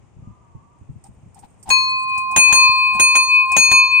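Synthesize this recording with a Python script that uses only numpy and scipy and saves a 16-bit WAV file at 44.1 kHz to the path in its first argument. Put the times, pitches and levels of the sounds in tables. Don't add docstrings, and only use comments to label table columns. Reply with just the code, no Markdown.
import sys
import numpy as np
from scipy.fft import rfft, irfft, next_fast_len
from scipy.io import wavfile
from scipy.ndimage import uniform_filter1d, minimum_filter1d, map_coordinates

SR = 44100
rng = np.random.default_rng(int(sys.argv[2]) if len(sys.argv) > 2 else 0)


def generate_wav(signal):
    frames = np.transpose(np.atleast_2d(signal))
    scaled = np.clip(frames, -1, 1) * 32767
    pcm = np.round(scaled).astype(np.int16)
    wavfile.write(sys.argv[1], SR, pcm)


N = 176400

# t/s, mode 0/dB, mode 1/dB, mode 2/dB, other modes/dB, extra rise of mode 2/s,
# beat peak delay/s, beat depth/1, clash/dB, thump/dB
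STRIKES = [(1.702, -21, -19.5, -18, -21, 0.004, 0.031, 0.43, -21, -43),
           (2.3624, -27, -13, -18.5, -8.5, 0.037, .04, 0, -8, -14.5),
           (2.5255, -18.5, -12, -13, -10, 0.017, .12, 0.3, -12.5, -23),
           (2.9962, -24, -11.5, -15.5, -9.5, 0.026, 0.011, 0, -16.5, -21.5),
           (3.1533, -21.5, -14.5, -18.5, -16.5, 0.017, .005, 0.74, -18.5, -28),
           (3.5658, -29.5, -13.5, -15.5, -8, 0.015, .005, 0.19, -8, -13.5),
           (3.7145, -22, -14, -17.5, -15.5, 0.0018, .07, 0.66, -19.5, -21.5)]


def amp(db):
    return 10 ** (np.asarray(db) / 20)


def unit(x):
    return x / np.sqrt(np.mean(x ** 2) + 1e-20)


def clock():
    return np.arange(N) / SR


def curve(points):
    return np.interp(clock(), *np.transpose(points))


def along(points, hz):
    f, values = np.transpose(points)
    return np.interp(np.log(hz + 1), np.log(f + 1), values)


def wobble(knots_per_s):
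    knots = rng.standard_normal(int(N * knots_per_s / SR) + 4)
    return map_coordinates(knots, [clock() * knots_per_s])


def noise(gain):
    # f/Hz, correlation/1
    likeness = [(50, .1), (300, .15), (1000, .3), (4000, .1), (12000, 0)]
    # f/Hz, left over right/dB
    balance = [(60, 2.5), (120, 3.5), (400, -2.5), (800, 3.5), (1400, 0), (2500, 3.5), (5000, -8.5),
               (7100, 15.5), (8500, -13.5), (9600, -10.5), (12800, -7.5), (16000, 4.5)]
    hz = np.fft.rfftfreq(N, 1 / SR)
    a, b = rfft(rng.standard_normal((2, N)))
    angle = np.arccos(np.clip(along(likeness, hz), -1, 1)) / 2
    mid, side = np.cos(angle) * a, np.sin(angle) * b
    pan = amp(along(balance, hz) / 2)
    return unit(irfft(np.array([(mid + side) * pan, (mid - side) / pan]) * gain(hz), N))


def coloured(spectrum):
    return noise(lambda hz: amp(along(spectrum, hz)))


def resonant(modes):
    return noise(lambda f: sum(amp(db) / (1 + (2 * (f - hz) / width) ** 2) for hz, width, db in modes))


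def fade(t, t60_s):
    return np.exp(-np.log(1000) * t / t60_s)


def bursts(blows, t60_s, attack_s):
    out, t = np.zeros(N + SR), np.arange(SR) / SR
    shape = fade(t, t60_s) * (1 - np.exp(-t / attack_s))
    for s, db in blows:
        out[int(s * SR):][:SR] += amp(db) * shape
    return out[:N]


def air(swell_db=0.5):
    # f/Hz, level/dB
    spectrum = [(25, -28.5), (60, -7), (110, -3.5), (250, -15), (500, -22.5), (1000, -23.5), (1600, -36),
                (2600, -34.5), (4200, -50.5), (6500, -41.5), (8400, -44.5), (11000, -64.5), (16000, -74.5)]
    # t/s, level/dB
    levels = [(0, -52), (.7, -53.5), (1.5, -51.5), (2.4, -50), (4, -51.5)]
    return amp(curve(levels) + swell_db * wobble(13)) * coloured(spectrum)


def hands():
    # t/s, level/dB
    bumps = [(.165, -35.5), (.186, -36), (.222, -33.5), (.273, -28.5), (.305, -42), (.549, -29),
             (.812, -34.5), (.89, -26), (.93, -41), (.955, -35.5), (1.085, -33), (1.168, -40.5),
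             (1.225, -35), (1.26, -39), (2.178, -36.5), (2.69, -31), (2.948, -32.5)]
    # f/Hz, level/dB
    spectrum = [(25, -21), (60, 1), (105, 7.5), (220, -4.5), (400, -24), (900, -65.5), (3000, -73.5)]
    return bursts(bumps, t60_s=.12, attack_s=0.0016) * coloured(spectrum)


def far_tone(lower_ratio=.82, lower_db=-2, waver_hz=30, flutter_db=3):
    # t/s, f/Hz, level/dB
    contour = [(0.181, 1119, -92), (.27, 1210, -58), (0.381, 1202, -59), (0.501, 1145, -58.5),
               (0.619, 1100, -60), (.72, 1180, -59.5), (0.861, 1140, -70), (0.979, 1080, -85)]
    s, hz, db = np.transpose(contour)
    pitch_hz = np.interp(clock(), s, hz)
    level = np.interp(clock(), s, amp(db), left=0, right=0)

    def tone(f):
        phase = 2 * np.pi * np.cumsum(f + waver_hz * wobble(90)) / SR
        return np.sin(phase) * amp(flutter_db * wobble(21.6))

    return level * np.array([tone(pitch_hz) + amp(lower_db) * tone(lower_ratio * pitch_hz)
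                             for _ in range(2)])


def chain_and_clicks(hits_per_s=140, scatter_db=1.5, link_t60_s=0.081, ring_db=8.5):
    # t/s, level/dB
    clinks = [(1.039, -54), (1.066, -63.5), (1.345, -58), (1.39, -54), (1.628, -49.5), (1.692, -34),
              (2.178, -40), (2.312, -47), (2.605, -58.5), (2.652, -50), (2.757, -56), (2.948, -51),
              (3.14, -54.5), (3.518, -32.5), (3.703, -39)]
    # f/Hz, level/dB
    spectrum = [(300, -34), (900, -10.5), (2400, -12), (3800, -27), (5200, 0), (7000, -7.5), (8500, -11.5),
                (9800, -17), (13000, -27.5), (16000, -40.5)]
    # t/s, level/dB
    jingle = [(0, -95), (.95, -78), (1.66, -69), (1.72, -46), (2.25, -56), (2.45, -37), (2.9, -47.5),
              (3.2, -44), (3.45, -46), (3.75, -56.5), (4, -47.5)]
    # f/Hz, width/Hz, level/dB
    link_modes = [(4910, 160, -20.5), (7220, 620, -9.5), (8330, 690, -6), (8340, 310, 0), (8470, 300, -13),
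                  (9220, 420, -10), (11130, 190, -14.5), (12600, 110, -42), (12800, 230, -29.5),
                  (13100, 150, -22), (13500, 150, -8.5), (14550, 120, -26), (14980, 150, -20)]
    draws = rng.random((int(hits_per_s * N / SR), 2))
    contacts = [(u * N / SR, -scatter_db * np.log(1 - v)) for u, v in draws]
    shaking = unit(bursts(contacts, link_t60_s, attack_s=.0005)) * amp(curve(jingle))
    struck = amp(ring_db) * bursts(clinks, link_t60_s, attack_s=0.00023)
    ringing = (shaking + struck) * resonant(link_modes)
    return ringing + bursts(clinks, t60_s=0.075, attack_s=.0005) * coloured(spectrum)


def rod():
    # centre t/s, half length/s, level/dB
    scrapes = [(1.061, 0.019, -49.5), (1.38, 0.02, -47), (1.444, 0.018, -43.5), (1.664, 0.0052, -45),
               (1.695, 0.019, -29.5), (2.175, 0.017, -41), (2.325, 0.026, -40.5), (2.53, 0.058, -33.5),
               (2.964, 0.03, -33.5), (3.165, 0.013, -34.5), (3.523, .02, -34), (3.693, 0.0076, -35)]
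    # f/Hz, level/dB
    spectrum = [(200, -9), (600, -29), (780, 1), (910, -6), (1150, -27), (2300, -30), (4000, -32.5),
                (12000, -46)]
    stroke = sum(amp(db) * np.exp(-((clock() - s) / half_s) ** 2) for s, half_s, db in scrapes)
    return stroke * coloured(spectrum)


def shell(contact_s=0.0078, sway_db=2.03):
    # f/Hz, level/dB, t60/s, leftward pan/dB before side weights, pair split/Hz,
    # twin share/1, rise/s
    modes = [(1048.7, 0, 8, -3.4, 3, .25, .003), (2500.4, 0, 3.3, 7, 4.7, 1, .003),
             (4325.5, 0, 1.1, 3.5, 1.5, .4, .002), (6535, .5, .33, 0, 9, .7, .003),
             (9142, -2, .27, -12, 12, .7, .014), (1824, -39, 2, -2, 3, .5, .003),
             (3553, -48, 2, 0, 4, .5, .003), (3928, -17, .13, -9, 9, .4, .002),
             (7200, -24, .2, 7, 45, 1.5, .002), (8656, -28, .35, -7, 30, 1.5, .002),
             (10662, -28, .3, -4, 20, 1, .002), (11749, -21, .17, -14, 15, .5, .008),
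             (12157, -27, .38, 1, 14, .9, .008), (14950, -38, .5, 0, 25, .9, .002),
             (15514, -26, .22, 3, 35, .9, .004), (15680, -31, .2, -8, 20, .9, .004)]
    # t/s, left delay/ms
    bearing = [(1.9, .19), (2.4, .095), (3.3, .085), (3.8, .06)]
    mode_lag_ms = {0: .085, 3: -.037}
    out, t = np.zeros((2, N)), clock()
    stops_s = [row[0] for row in STRIKES[1:]] + [N / SR]
    lag_ms = curve(bearing)
    for k, (hz, db, t60_s, pan_db, split_hz, twin, rise_s) in enumerate(modes):
        ring = np.zeros(N, complex)
        for (s, *levels_db, swell_s, beat_s, depth, _, _), stop_s in zip(STRIKES, stops_s):
            span = slice(int(s * SR), int((stop_s + 10 * contact_s) * SR))
            age = t[span] - t[span][0]
            rise = 1 - np.exp(-age / (rise_s + swell_s * (k == 2)))
            damping = np.exp(-np.maximum(t[span] - stop_s, 0) / contact_s)
            pair = 1 + twin * depth * np.exp(2j * np.pi * split_hz * (age - beat_s))
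            ring[span] += amp(db + levels_db[min(k, 3)]) * rise * fade(age, t60_s) * damping * pair
        lag_s = (lag_ms + mode_lag_ms.get(k, 0)) / 1000
        for channel, (side_weight, delay_s) in enumerate([(1, lag_s), (-0.67, 0)]):
            tone = np.sqrt(2) * np.real(ring * np.exp(2j * np.pi * hz * (t - delay_s)))
            out[channel] += tone * amp(side_weight * pan_db / 2 + sway_db * wobble(6.874))
    return out


def mechanism(rebound_s=0.0059, rebound_loss_db=5.5, housing_db=-2):
    # f/Hz, level/dB
    clash_spectrum = [(200, -13), (500, 0.5), (950, -2), (1300, -4.5), (1700, -0.5), (2500, -7.5),
                      (3200, -5.5), (4200, -11), (5400, -14.5), (6700, -0.5), (7700, -15.5), (9000, -11.5),
                      (10000, -24.5), (13500, -16.5), (16000, -25.5)]
    # f/Hz, width/Hz, level/dB
    housing_modes = [(608, 23, -15), (805, 210, -14), (882, 64, 2), (1360, 30, -9.5), (1630, 120, -8),
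                     (2240, 92, 1), (2583, 250, 0), (5150, 18, -11.5), (5110, 25, -15), (5940, 34, -13),
                     (6840, 57, 1.5), (7510, 90, -1), (8560, 74, -3.5), (8770, 88, 0), (10900, 240, -21),
                     (13150, 100, -23), (14500, 150, -31), (15700, 160, -21.5)]
    # f/Hz, level/dB
    thump_spectrum = [(30, -30), (70, 0), (115, -6.5), (200, -4), (310, -7), (450, -16), (700, -18),
                      (1500, -27), (4000, -101)]
    clashes = [(s, db) for s, *_, db, _ in STRIKES]
    thumps = [(s, db) for s, *_, db in STRIKES]
    contacts = [(s + k * rebound_s * rng.uniform(.8, 1.4), db - k * rebound_loss_db)
                for s, db in clashes for k in range(3)]
    clash = bursts(contacts, t60_s=0.041, attack_s=0.00028) * coloured(clash_spectrum)
    housing = bursts(clashes, t60_s=0.15, attack_s=0.00033) * resonant(housing_modes)
    thump = bursts(thumps, t60_s=0.099, attack_s=0.001) * coloured(thump_spectrum)
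    return clash + amp(housing_db) * housing + thump


def scene():
    return shell() + mechanism() + rod() + chain_and_clicks() + air() + hands() + far_tone()


def record(dry, limit_db=-1.5, hold_s=0.0028, top_hz=16300):
    hold = 2 * int(hold_s * SR / 2) + 1
    gain = np.minimum(1, amp(limit_db) / (np.abs(dry).max(axis=0) + 1e-9))
    limited = dry * uniform_filter1d(minimum_filter1d(gain, hold), hold)
    size = next_fast_len(N + SR // 2)
    passband = np.fft.rfftfreq(size, 1 / SR) < top_hz
    return irfft(rfft(limited, size) * passband, size)[:, :N]


dry = scene()
out = record(dry)
generate_wav(out)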